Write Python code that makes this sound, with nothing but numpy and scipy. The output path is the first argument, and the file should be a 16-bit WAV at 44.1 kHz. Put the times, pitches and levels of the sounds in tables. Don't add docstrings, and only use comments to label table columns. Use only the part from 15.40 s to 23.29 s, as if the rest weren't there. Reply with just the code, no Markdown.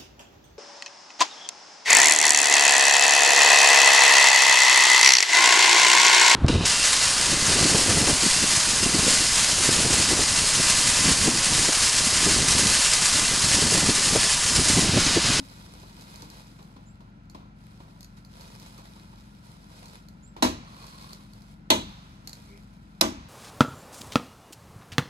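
import sys
import numpy as np
from scipy import signal
from scipy.fft import rfft, irfft, next_fast_len
from scipy.io import wavfile
from scipy.ndimage import uniform_filter1d

SR = 44100
rng = np.random.default_rng(int(sys.argv[2]) if len(sys.argv) > 2 else 0)


def dump(signal):
    limited = np.clip(np.atleast_2d(signal).T, -1, 1)
    pcm = np.round(limited * 32767).astype(np.int16)
    wavfile.write(sys.argv[1], SR, pcm)


N = 347810
TIME = np.arange(N) / SR

# start in seconds, burst length in seconds, crack level in dB, crack tilt in dB
# per octave, steel level in dB, wall level in dB, wall tilt in dB per octave, clatter level in dB.
SHOTS = [(5.0236, 0.0038, -20, -4, -41.5, -26, -2, -17), (6.3026, 0.0052, -14, 0, -29, -24, 1, -18),
         (7.61, .0044, -13.5, 2.8, -44.5, -26.5, -2, -19.5)]
# fraction of the burst, gain in dB.
DRIVER_BLOWS = [(0, -5), (0.351, 0), (.85, -4.5)]
# frequency in Hz, relative level in dB, T60 in seconds.
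GUN_MODES = [(2030, -1, .15), (2950, 4.5, 0.28), (3314, 0.5, 0.27), (3680, 0, 0.18), (3940, -2.5, 0.26),
             (4257, -3, 0.16)]
WALL_MODES = [(199.9, -7, .4), (244.4, 1, .28), (303, 0.5, .3), (344.8, -1.5, .3), (547, 2, 0.11),
              (637, 3, 0.22), (914.5, 1.5, 0.18), (968, 0.5, 0.21), (1019, 0, 0.2)]
# frequency in Hz, relative spectral density in dB.
CRACK_SPECTRUM = [(150, -20.5), (300, -1), (430, -3.5), (630, 4), (1500, -5.5), (2700, -6.5), (4000, -2.5),
                  (5200, -6.5), (8500, -13.5), (12000, -10), (16000, -27)]
HOUSING_SPECTRUM = [(2000, -19), (3000, -0.5), (4000, 0), (4600, -4), (5300, -25)]
ECHO_SPECTRUM = [(280, -14), (1000, 8), (1600, 0), (3900, -3), (6000, -8), (16000, -44)]
# frequency in Hz, lift in dB.
SHOT_RESONANCES = [
    [(860, 7), (1060, 13.5), (3970, 11.5), (4330, 10), (5400, 6), (6330, 0.5)],
    [(770, -13), (905, 10.5), (3650, 10.5), (4270, 6.5), (6030, 8), (7680, 5.5)],
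    [(268, 6.5), (720, -13), (850, 15.5), (3600, 1), (4060, 7), (4850, 8), (5450, 9.5)],
]

def staple_gun():
    out, t = np.zeros((2, N)), np.arange(2 ** 15) / SR
    for shot, resonances in zip(SHOTS, SHOT_RESONANCES):
        start, burst_s, crack_db, crack_tilt, steel_db, wall_db, wall_tilt, clatter_db = shot
        burst = sum(undb(db) * fade(t - place * burst_s, t60=.017) for place, db in DRIVER_BLOWS)
        crack = undb(crack_db) * noise(CRACK_SPECTRUM, len(t), crack_tilt) * burst
        steel = sum(ring(GUN_MODES, t, scatter_db=3.5, rise_s=.00059, detune=.0027) for _ in range(2))
        wall = ring(WALL_MODES, t, scatter_db=1.5, rise_s=.0061, detune=.0043, tilt_db=wall_tilt)
        housing_decay = fade(t, t60=.09) + undb(-25) * fade(t, t60=.81)
        housing = undb(steel_db + 12.5) * noise(HOUSING_SPECTRUM, len(t)) * housing_decay
        ringing = housing + undb(wall_db) * wall + undb(clatter_db) * clatter(t)
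        echo = undb(-45) * noise(ECHO_SPECTRUM, len(t)) * fade(t, t60=1.68) * rise(t, .03)
        coloured = resonate(crack, resonances) + resonate(ringing, resonances, share=.57)
        add(out, start, coloured + undb(steel_db) * steel + echo)
    return out

# frequency in Hz, relative spectral density in dB.
CLATTER_SPECTRUM = [(40, -13), (80, -8), (130, -16), (270, 1), (450, -6), (630, -4.5), (1000, -6),
                    (1450, -10.5), (4000, -18), (5100, -20.5), (6400, -15.5), (9500, -26), (12000, -24),
                    (15500, -42.5)]
# band centre in Hz, T60 in seconds.
CLATTER_T60 = [(80, 0.82), (280, 0.32), (900, 0.21), (3500, 0.31), (12000, 0.23)]

def clatter(t):
    hz, out = bins(len(t)), 0
    spectrum = rfft(noise(CLATTER_SPECTRUM, len(t), tilt_db=-.56)) * ripple(hz, depth_db=3)
    centres = np.array(CLATTER_T60)[:, 0]
    for (centre, t60), weights in zip(CLATTER_T60, np.eye(len(centres))):
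        band = irfft(spectrum * at_hz(np.c_[centres, weights], hz), len(t))
        out = out + band * fade(t, t60) * rise(t, 1.5 / centre)
    return out

# time in seconds, relative level in dB.
GUN_CLICKS = [(2.6077, -39.5), (2.63, -40), (2.6459, -40.5), (4.6864, -44.5), (5.7324, -34.5),
              (6.8747, -28.5), (6.895, -35), (6.9316, -34), (6.954, -46)]
WRAP_CRINKLES = [(.432, -53), (.611, -43), (0.7592, -42.5), (0.8221, -39.5), (.902, -43), (.947, -51),
                 (1.2287, -50.5), (1.899, -47), (2.8499, -48.5), (3.0106, -43.5), (3.199, -44),
                 (3.381, -48.5), (4.458, -44.5), (4.483, -52), (5.4678, -43.5), (5.9356, -49), (6.021, -52)]
BOARD_BUMPS = [(0.431, -46.5), (1.605, -50.5), (0.824, -44), (1.189, -46), (1.363, -47.5), (1.947, -41),
               (2.402, -47.5), (2.48, -54), (3.385, -47), (3.564, -52), (3.729, -53), (4.424, -49),
               (4.965, -40)]
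# frequency in Hz, relative spectral density in dB.
TICK_SPECTRUM = [(900, -6.5), (3500, -14), (4300, 4.5), (5400, -6), (6700, -4), (9500, -16), (12000, -9),
                 (16000, -18)]
BUMP_SPECTRUM = [(120, -7), (300, 5.5), (550, 0.5), (1050, 6), (1500, -12.5), (4000, -10), (10000, -29)]

def contacts():
    crinkles = taps(WRAP_CRINKLES, TICK_SPECTRUM, rise_s=.00022, t60=.0084, tail_db=-15.5, tail_t60=.22)
    clicks = taps(GUN_CLICKS, TICK_SPECTRUM, rise_s=.00082, t60=.0094, tail_db=-22, tail_t60=.18)
    bumps = taps(BOARD_BUMPS, BUMP_SPECTRUM, rise_s=.0014, t60=.05, tail_db=-8.5, tail_t60=.59)
    return undb(3.5) * crinkles + undb(5) * clicks + undb(.5) * bumps

def taps(events, spectrum, rise_s, t60, tail_db, tail_t60):
    out, t = np.zeros((2, N)), np.arange(2 ** 13) / SR
    envelope = (fade(t, t60) + undb(tail_db) * fade(t, tail_t60)) * rise(t, rise_s)
    for start, db in events:
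        add(out, start - .001, undb(db) * noise(spectrum, len(t)) * envelope)
    return out

# start in seconds, length in seconds, relative level in dB, T60 of the run-out in seconds.
HISS_SWELLS = [(-.25, 0.61, -59, 3.4), (0.457, 0.47, -58.5, 1.6), (2.136, 0.27, -68, 3.6),
               (2.765, 0.016, -62, 0.16), (2.872, 0.25, -60, 6.1), (3.153, 0.18, -65.5, 1.1),
               (4.02, 0.1, -63, 0.94), (4.223, 0.34, -60.5, 0.49), (5.22, 0.45, -58.5, 1.4),
               (5.895, 0.23, -68, 0.24), (6.33, .2, -68.5, 11.3), (6.83, 0.22, -63.5, 1.2)]
NOSE_SCRAPE = (5.17, .52, -61.5, .7)
# frequency in Hz, relative spectral density in dB.
RUB_SPECTRUM = [(210, -17.5), (350, -5), (639, -5.5), (1020, -3), (1800, -13), (2900, -12.5), (4270, -9.5),
                (7440, -19), (11800, -21.5), (14000, -27.5)]
# frequency in Hz, lift in dB.
WRAP_RESONANCES = [(4400, -1), (5400, 3)]
SCRAPE_RESONANCES = [(1090, 19), (4300, 15)]

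def rubbing(folds_per_s=110, fold_decay_s=.0011):
    stir = undb(-88)
    envelope = np.sqrt(stir ** 2 + sum(swell(*row) ** 2 for row in HISS_SWELLS))
    slips = undb(2.1 * rng.exponential(size=N // 32 + 1)).repeat(32)[:N]
    pops = (rng.random(N) < folds_per_s / SR) * rng.random(N) ** 2
    folds = signal.lfilter([1], [1, -np.exp(-1 / (fold_decay_s * SR))], pops)
    hiss_spectrum = rfft(noise(RUB_SPECTRUM, N, grain=slips)) * ripple(bins(N), depth_db=3.5)
    hiss = irfft(hiss_spectrum, N) * undb(6 + wander(45))
    rustle = resonate(hiss, WRAP_RESONANCES) + undb(-8) * noise(TICK_SPECTRUM, N, grain=folds)
    scrape = resonate(noise(RUB_SPECTRUM, N, grain=slips * wander(330)), SCRAPE_RESONANCES)
    return rustle * envelope + scrape * swell(*NOSE_SCRAPE)

def swell(start, length, db, t60, attack_share=.58):
    t = TIME - start
    attack = np.sin(np.pi / 2 * np.clip(t / (attack_share * length), 0, 1))
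    return undb(db) * attack * fade(np.maximum(t - length, 0), t60)

# time of the peak in seconds, half-width in seconds,
# frequency in Hz, frequency spread in Hz, level in dB.
CREAKS = [(0.003, .03, 283, 6, -38), (7.135, .04, 403, 6, -53), (7.14, .055, 2170, 150, -58)]

def creaks():
    out = 0
    for peak_s, half_width_s, hz, spread_hz, db in CREAKS:
        tone = np.sin(2 * np.pi * np.cumsum(hz + spread_hz * wander(spread_hz * 2)) / SR)
        out = out + undb(db) * tone * np.exp(-((TIME - peak_s) / half_width_s) ** 2)
    return out

# start in seconds, level in dB.
BIRD_CALLS = [(1.455, -60), (4.824, -54)]
# time from its start in seconds, frequency in Hz, gain in dB.
CALL_CONTOUR = [(0, 6400, -16), (0.012, 7200, -3), (0.031, 7080, -4), (.05, 7600, -5), (.11, 7500, -22)]

def bird():
    out, t = np.zeros((2, N)), np.arange(SR // 8) / SR
    times, hz, db = np.transpose(CALL_CONTOUR)
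    tone = np.sin(2 * np.pi * np.cumsum(np.interp(t, times, hz)) / SR)
    for start, call_db in BIRD_CALLS:
        flutter = unit_rms(uniform_filter1d(rng.standard_normal((2, len(t))), size=160))
        add(out, start, tone * undb(call_db + np.interp(t, times, db)) * (1 + .5 * flutter))
    return out

# time in seconds, cycle rate in Hz.
IDLE_RATE = [(0, 22.65), (1.1, 22.8), (3, 22.9), (7.89, 22.85)]
# multiple of the cycle rate, relative level in dB.
EXHAUST_ORDERS = [(2, 1.5), (3, -7), (5, -1), (6, -8.5), (7, 0), (8, -3), (9, 0.5)]

def engine():
    cycles = np.cumsum(np.interp(TIME, *np.transpose(IDLE_RATE))) / SR
    throb = 0
    for order, db in EXHAUST_ORDERS:
        smear = .22 * order ** 2
        throb = throb + undb(db + .7 * wander(3)) * np.cos(2 * np.pi * order * cycles + smear)
    return undb(-51) * unit_rms(throb)

# frequency in Hz, relative spectral density in dB.
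AIR_SPECTRUM = [(30, -41.5), (200, -5), (400, -7.5), (1030, -3), (1170, -11.5), (1350, 0), (1600, -9.5),
                (5200, -24), (12000, -47), (15000, -65)]
RUMBLE_SPECTRUM = [(32, -39.5), (45, -1.5), (110, 1.5), (300, -5), (420, -26), (4000, -78)]

def woodland_air():
    air = noise(AIR_SPECTRUM, N) * undb(-61 + .21 * wander(.91))
    rumble = noise(RUMBLE_SPECTRUM, N) * undb(-53.5 + .6 * wander(7.6))
    return air + rumble

# frequency in Hz, unrelated fraction of the power.
PORT_INCOHERENCE = [(50, .01), (220, 0.054), (380, 0.6), (900, 0.019), (2000, 0.72), (7000, 0.69),
                    (12000, 0.078)]

def noise(spectrum, size, tilt_db=0, grain=1):
    padded = next_fast_len(size, True)
    hz = bins(padded)
    white = rfft(rng.standard_normal((3, size)) * grain, padded)
    unrelated = np.clip(at_hz(PORT_INCOHERENCE, hz), 0, 1)
    pair = np.sqrt(1 - unrelated) * white[0] + np.sqrt(unrelated) * white[1:]
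    octaves = np.log2(np.maximum(hz, 100) / 1000)
    return unit_rms(irfft(pair * undb(at_hz(spectrum, hz) + tilt_db * octaves), padded)[:, :size])

def ring(modes, t, scatter_db, rise_s, detune, tilt_db=0):
    hz, db, t60 = np.transpose(modes)[:, :, None]
    weight, pitch, phase = rng.standard_normal((3, len(modes), 1))
    waves = np.sin(2 * np.pi * (hz * (1 + detune * pitch) * t + phase))
    gain = undb(db + scatter_db * weight + tilt_db * np.log2(hz / hz.mean()))
    return np.sum(gain * waves * fade(t, t60), axis=0) * rise(t, rise_s)

def resonate(x, resonances, share=1, q=15.5):
    for hz, db in resonances:
        x = x + (undb(share * db) - 1) * signal.lfilter(*signal.iirpeak(hz, q, fs=SR), x)
    return x

def ripple(hz, depth_db):
    grid_hz = np.arange(0, SR / 2, 45)
    peaks = np.interp(hz, grid_hz, rng.standard_normal(len(grid_hz)))
    return undb(depth_db * peaks * np.minimum(hz / 1000, 1))

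def wander(rate_hz):
    hold = int(SR / rate_hz)
    steps = np.repeat(rng.standard_normal(N // hold + 1), hold)
    return unit_rms(uniform_filter1d(steps, hold)[:N])

def fade(t, t60):
    return (t >= 0) * np.exp(-np.log(1000) * np.maximum(t, 0) / t60)

def rise(t, rise_s):
    return 1 - np.exp(-t / rise_s)

def add(out, start_s, sound):
    i = max(int(start_s * SR), 0)
    out[:, i:i + sound.shape[-1]] += sound[..., :N - i]

def undb(db):
    return 10 ** (np.asarray(db) / 20)

def unit_rms(x):
    return x / np.sqrt(np.mean(x ** 2))

def at_hz(points, hz):
    f, value = np.transpose(points)
    return np.interp(np.log(np.maximum(hz, 1)), np.log(np.maximum(f, 1)), value)

def bins(size):
    return np.fft.rfftfreq(size, 1 / SR)

# frequency in Hz, left minus right phase in radians.
PORT_PHASE = [(220, 0), (350, -.5), (600, -1.55), (1100, -2.2), (1900, -3.4), (2900, -8.8), (4400, -12.8),
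              (6600, -18.8), (7400, -20.5), (11000, -19), (14000, -15.8)]
# frequency in Hz, left minus right level in dB.
PORT_BALANCE = [(40, .3), (130, 1.5), (270, 4.8), (600, -2), (1100, -1), (2600, 1.8), (4100, -1.5),
                (6500, -5), (12000, -1)]

def scene():
    sound = staple_gun() + rubbing() + engine() + bird() + creaks() + woodland_air() + contacts()
    hz = bins(N)
    balance_db = at_hz(PORT_BALANCE, hz) / 2
    left = undb(balance_db) * np.exp(1j * at_hz(PORT_PHASE, hz))
    right = undb(-balance_db)
    return irfft(rfft(sound) * np.array([left, right]), N)

def record(dry, bass_hz=35, top_hz=15900, ceiling=.92):
    lean = signal.sosfilt(signal.butter(6, bass_hz, "high", fs=SR, output="sos"), dry)
    rounded = lean / (1 + (lean / ceiling) ** 4) ** .25
    return signal.sosfilt(signal.ellip(8, .2, 70, top_hz, fs=SR, output="sos"), rounded)

dry = scene()
out = record(dry)
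dump(out)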